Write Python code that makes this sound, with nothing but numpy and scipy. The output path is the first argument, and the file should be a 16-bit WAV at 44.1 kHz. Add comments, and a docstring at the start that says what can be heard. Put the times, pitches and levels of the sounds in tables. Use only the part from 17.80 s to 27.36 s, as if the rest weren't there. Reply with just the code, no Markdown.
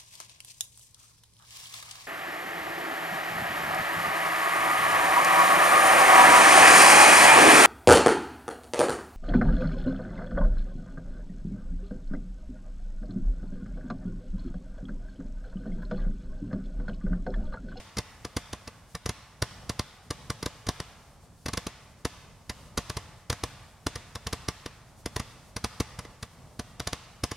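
"""Outdoors at night, some way off, a bundle of roman candles fires an uneven string of pops.
Each shot is a puff of gas, a hissing jet and a sharp crack as the star (the glowing ball) clears
the tube, which rings briefly. The ground, things nearby and distant trees echo the shots.
In between, the burning tubes fizz over a low rumble of wind and traffic."""
import sys
import numpy as np
from scipy import signal
from scipy.fft import rfft, irfft, next_fast_len
from scipy.io import wavfile
from scipy.ndimage import map_coordinates

SR = 44100
rng = np.random.default_rng(int(sys.argv[2]) if len(sys.argv) > 2 else 0)


def persist_wave(psi):
    """Save psi, clipped to +-1, as 16-bit WAV."""
    counts = np.round(np.clip(psi, -1, 1) * 32767).astype(np.int16)
    wavfile.write(sys.argv[1], SR, np.atleast_2d(counts).T)


N = 421596
LEAD = SR // 10  # spare samples for a shot fired just before the start


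def shots(crack_s=0.000088, spit_db=2):
    """A powder charge drives each shot: a bigger one makes every part of the pop louder."""
    # The shots. Crack and kick are on top of what that charge usually gives.
    # start_s, charge_db, crack_db, kick_db
    firings = [(-0.016, 2.5, 4, 7.5), (0.173, -1.5, -10.0, 4), (0.1885, 2.3, 1.5, 4.5), (0.452, -4.5, 2, 8),
               (0.5707, 3.5, 3.5, -2.5), (0.7346, -3, 2, 4), (0.8786, -7.5, -1, -2), (1.1519, -2.3, -3, -7),
               (1.2617, 1.4, -5, 7.5), (1.2952, 1.2, 1, 0.0), (1.6254, 5, 6.0, 5), (1.8981, 1.9, 0.5, 4),
               (1.9964, 0.9, 6.5, 6), (2.3095, 0.5, 4.5, 1.5), (2.504, 2, -4, 1.0), (2.6299, -3, 2, 8.5),
               (2.6636, 0.6, 4.0, 6.5), (2.8711, -4, -1, -17), (2.8905, 5.3, 3, 0), (3.003, -4.5, 7.5, 5.0),
               (3.6631, -0.4, 0.0, 3), (3.688, -1, -4, -7), (3.7385, 0.0, -1, -1), (3.7772, 1.2, 4.5, 2),
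               (3.87, -1.6, 4, -2), (4.2537, 4, 3, 4), (4.6992, 0.7, -7, -20), (4.9776, 2.1, 5.5, 3),
               (4.983, 5, -16, 2), (5.102, -1.8, 4.5, -4), (5.1718, 0, -0.5, 3), (5.5033, 5.5, -2.5, 1),
               (5.5291, -3, 6.5, 1), (5.6382, 1.5, 7.5, -1.0), (6.0693, 3, 7, 4.5), (6.16, -4, 3, -1),
               (6.358, -3.0, -5, -20.0), (6.4705, 0.8, -3.0, -12), (6.532, 3.5, 3, -9),
               (6.687, 1.5, 6.5, 3.5), (6.8623, -6, 6.5, 8), (7.262, -1.5, 2, 8.5), (7.366, 2.4, 2, 2),
               (7.4008, -0.5, -5, 0), (7.7674, 0.1, -4, -25), (7.8462, 4.5, 4, -5), (8.006, 4.3, 2, 7.5),
               (8.192, -5, 1, -20), (8.252, -18, -4.0, 14.5), (8.4319, -5.0, 0.5, -6.0),
               (8.797, -2.0, 2, -11), (9.003, -1.7, 7.5, -3), (9.075, 1, 7.5, -19), (9.1323, -0.8, 7.5, 0),
               (9.4392, 5.5, 1, 4), (9.518, -3, 2, 6)]
    # The gas jet's low roar and high hiss: pitch_hz, level_db
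    roar_tone = [(40, -4), (90, 13), (250, 13), (450, -19.5), (700, -3), (1100, 3.5), (2000, 9),
                 (3000, 2.5), (4500, -9), (9000, -56)]
    hiss_tone = [(1200, -5), (2500, -4.5), (3800, -2.5), (5500, -1.5), (7500, -7), (10000, -7),
                 (12500, -5.5), (16000, -15)]
    track = np.zeros(N + LEAD)
    t = np.arange(-SR // 50, SR // 16) / SR  # seconds from the crack
    shape = (len(firings), len(t))
    roars, hisses = noise(roar_tone, shape), noise(hiss_tone, shape)
    chance = rng.standard_normal((len(firings), 4))  # no two charges burn alike
    for (start_s, charge_db, crack_db, kick_db), low, high, luck in zip(firings, roars, hisses, chance):
        # Gas leaks slowly past the star, then kicks out behind it.
        leak_stretch, kick_stretch = np.exp(0.047 * luck[:2])
        leak = puff(t / leak_stretch, peak_s=-0.0012, rise_s=0.0022, fall_s=0.0028)
        kick = puff(t / kick_stretch, peak_s=0.00077, rise_s=0.00045, fall_s=0.00062)
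        leak_db = -31.5 + 1.12 * charge_db - 0.053 * kick_db  # gas saved for the kick cannot leak
        thump = amp(leak_db) * leak + amp(-33.5 + charge_db + kick_db) * kick
        shock = amp(-17 + charge_db + crack_db) * crack(t, crack_s)
        jet_peak_s = 0.00068 * luck[2] - 0.00037  # usually just before the crack
        roar = amp(-35) * low * jet(t - jet_peak_s / 2, rise_s=0.0043, fall_s=0.0071)
        body = amp(0.73 * charge_db) * (roar + amp(-35.5) * tube_ring(t))
        db_per_octave = 1 + 0.2 * luck[3]  # brightens the hiss
        bright = filtered(high, lambda hz: amp(db_per_octave * np.log2(np.maximum(hz, 2500) / 5000)))
        spits = unit(amp(spit_db * wobble(1551, len(t))))  # the jet spits unevenly
        hiss = amp(-32 + charge_db) * bright * spits * jet(t - jet_peak_s, rise_s=0.0037, fall_s=0.0038)
        add(track, start_s + t[0], thump + shock + body + hiss)
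    return track


def crack(t, length_s):
    """As the star clears the tube, the pressure jumps, then dips into a shallow suction."""
    age = np.maximum(t / length_s + 1 / 8, 0)
    return (t >= -1 / SR) * (1 - age / 2) * np.exp(-age)


def puff(t, peak_s, rise_s, fall_s):
    """The flow of gas swells and collapses; we hear how fast it changes."""
    age = (t - peak_s) / np.where(t < peak_s, rise_s, fall_s)
    return -age * np.exp(-age * age / 2) * np.where(t < peak_s, fall_s / rise_s, 1)


def jet(t, rise_s, fall_s):
    """The jet's strength: gas slips past the star ever faster, then the tube empties."""
    return np.exp(-np.maximum(-t / rise_s, 0) ** 2.6 - np.maximum(t / fall_s, 0))


def tube_ring(t, swell_s=0.0037, vary_db=2.0):
    """The air in the emptied tube rings with a short hollow note, a little different each shot."""
    # The tones of that air: pitch_hz, level_db, fade_s (time to drop 60 dB)
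    tube_tones = [(189.6, -1.5, 0.038), (468, 2, 0.036), (598, -12.5, 0.077), (710, -15, 0.11),
                  (875, -3.5, 0.058), (1036, -3.5, 0.052), (1146, 2, 0.039), (1250, -3, 0.032),
                  (1460, -37, 0.037), (1969, -8, 0.055), (2076, -22, 0.041)]
    pitch_hz, level_db, fade_s = np.transpose(tube_tones)[:, :, None]
    louder, detune, phase = rng.standard_normal((3, len(tube_tones), 1))
    age = np.maximum(t, 0)
    levels = amp(level_db + vary_db * louder - 60 * age / fade_s)
    waves = np.sin(2 * np.pi * (pitch_hz * (1 + 0.017 * detune) * age + phase))
    return (levels * waves).sum(axis=0) * (1 - np.exp(-age / swell_s))


def near_paths(x, bounce_s=.00019, bounce=0.43, right_lead_s=.0000145, treble_hz=2800):
    """Sound arrives straight, off the ground and off things nearby; treble reaches the right first."""
    # Echoes from things nearby: delay_s, level_db, dull_above_hz
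    nearby = [(.0061, -28.5, 1420), (.0069, -31.5, 3000), (.0100, -25, 2200), (0.018, -22, 2600)]
    ground = lambda hz: 1 + bounce * delay(hz, bounce_s)
    echoes = lambda hz: 1 + sum(amp(db) * delay(hz, s) / (1 + 1j * hz / dull) for s, db, dull in nearby)
    sides = lambda hz: delay(hz, np.outer([.5, -.5], right_lead_s * hz ** 2 / (hz ** 2 + treble_hz ** 2)))
    return filtered(x, lambda hz: ground(hz) * echoes(hz) * sides(hz))


def grass(pops):
    """Tufts and bumps scatter short sound waves; much longer ones pass over them."""
    # The rough ground's echo: pitch_hz, level_db, fade_s
    ground_echo = [(60, 15.5, 0.03), (292, -19.5, 0.079), (860, -12.5, 0.0098), (2730, -12.5, 0.088),
                   (6400, -11.5, 0.12), (14000, -13.5, 0.085)]
    short_waves = filtered(pops, lambda hz: hz ** 4 / (hz ** 4 + 170 ** 4))
    return scatter(short_waves, ground_echo, build_s=0.0065, size=SR // 8)


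def treeline(count):
    """The jets sound different in each direction, so each group of trees returns its own echo."""
    # The distant trees' echo: pitch_hz, level_db, fade_s
    tree_echo = [(60, -12.5, 0.71), (326, -23.5, 1.2), (686, -10, 2.4), (970, -8.5, 1.5), (1130, -9, 1.04),
                 (1360, -9.5, 1.47), (2000, -13, 1.47), (3500, -10, 0.98), (5900, -12.5, 1.1),
                 (9000, -15, 0.97), (15000, -15, 0.83)]
    echoes = (scatter(shots(), tree_echo, build_s=0.032, size=3 * SR // 2) for _ in range(count))
    return sum(echoes) / np.sqrt(count)


def fizz(level_db=-63.5, flutter_db=2.3, spread=0.76):
    """The powder burns on in the tubes between shots."""
    # The burning powder's hiss: pitch_hz, level_db
    fizz_tone = [(700, -25), (2000, -16), (5000, -5.5), (7500, -6.5), (9500, -6), (12000, -1.5),
                 (16000, -4)]
    sound = unit(noise(fizz_tone, N) + spread * noise(fizz_tone, (2, N)))
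    return amp(level_db + flutter_db * wobble(25, N)) * sound


def night(level_db=-53.5, swell_db=2.04):
    """Far-off wind and traffic make a low rumble."""
    # The rumble's tone: pitch_hz, level_db
    rumble_tone = [(15, -28), (30, 7.5), (60, -1.5), (85, -3), (115, -0.5), (160, -4.5), (260, -12.5),
                   (360, -17.5), (600, -14.5), (1000, -19), (2000, -31.5), (5000, -31.5), (16000, -33.5)]
    sound = unit(filtered(diffuse(N), lambda hz: amp(along(rumble_tone, hz))))
    return amp(level_db + swell_db * wobble(5.8, N)) * sound


def scatter(x, table, build_s, size):
    """Many tiny echoes blur and build up, then each pitch fades at its own speed."""
    hz, t, slices = signal.stft(diffuse(size), SR, nperseg=128)
    fade = amp(-60 * t / along(table, hz, column=2)[:, None]) * (1 - np.exp(-t / build_s))
    fade /= np.sqrt(np.mean(fade ** 2, axis=1, keepdims=True) * size)
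    tail = signal.istft(slices * fade, SR, nperseg=128)[1]
    tail = filtered(tail, lambda hz: amp(along(table, hz)))
    return signal.fftconvolve(x[None], tail, axes=1)[:, :len(x)]


def diffuse(size):
    """Noise from all around: left and right are alike in the bass, unrelated in the treble."""
    # How alike the two sides are: pitch_hz, likeness (0 to 1)
    alike = [(100, 0.99), (290, 0.72), (640, 0.95), (1400, 0.94), (3100, 0.75), (7000, 0), (15000, 0)]
    angle = lambda hz: np.arccos(np.clip(along(alike, hz), -1, 1)) / 2
    shares = lambda hz: np.array([np.cos(angle(hz)), np.sin(angle(hz))])
    mid, side = filtered(rng.standard_normal((2, size)), shares)
    return np.array([mid + side, mid - side])


def amp(db):
    """Turn decibels into a multiplier."""
    return 10 ** (np.asarray(db) / 20)


def unit(x):
    """Scale to an average (rms) level of 1."""
    return x / np.sqrt(np.mean(x ** 2) + 1e-20)


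def along(points, hz, column=1):
    """Read a table's column at any pitch, blending between rows."""
    table = np.transpose(points)
    return np.interp(np.log(hz + 1), np.log(table[0]), table[column])


def wobble(rate, size):
    """A smooth curve through `rate` random points a second."""
    return map_coordinates(rng.standard_normal(int(size * rate / SR) + 4), [np.arange(size) * rate / SR])


def filtered(x, response):
    """Scale and delay each pitch in x as response(hz) says."""
    n = x.shape[-1]
    padded = next_fast_len(n + 8192)
    return irfft(rfft(x, padded) * response(np.fft.rfftfreq(padded, 1 / SR)), padded)[..., :n]


def delay(hz, s):
    """The filter response that makes sound s seconds late."""
    return np.exp(-2j * np.pi * hz * s)


def noise(tone, shape):
    """Noise of level 1, shaped by a tone table."""
    return unit(filtered(rng.standard_normal(shape), lambda hz: amp(along(tone, hz))))


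def add(track, s, sound):
    """Mix a sound into a track that starts LEAD samples early."""
    start = max(round(s * SR) + LEAD, 0)
    part = track[start:start + len(sound)]
    part += sound[:len(part)]


def scene():
    """The shots with their echoes, over the fizz and the night."""
    pops = shots()
    fireworks = near_paths(pops) + grass(pops) + treeline(count=3)
    return fireworks[:, LEAD:] + fizz() + night()


def record(dry):
    """The microphones cut the deep bass, which makes each puff rebound, and soften the treble."""
    # The microphones' treble: pitch_hz, level_db
    treble = [(9000, 1), (10800, -4.5), (12800, -10.5), (16000, -14)]
    # Their balance: pitch_hz, left_minus_right_db
    balance = [(130, -0.7), (300, 0.9), (600, 0), (3000, -0.5), (5300, -0.2), (8000, 0.5)]
    cut_hz, top_hz = np.array([[61.6], [58.4]]), 15900  # bass cut (left, right), treble limit
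    low_cut = lambda hz: -hz ** 2 / (cut_hz ** 2 - hz ** 2 + 1.05j * hz * cut_hz)
    high_cut = lambda hz: 1 / np.sqrt(1 + (hz / top_hz) ** 160)
    colour = lambda hz: amp(along(treble, hz) + np.outer([.5, -.5], along(balance, hz)))
    return filtered(dry, lambda hz: low_cut(hz) * colour(hz) * high_cut(hz))


dry = scene()
out = record(dry)
persist_wave(out)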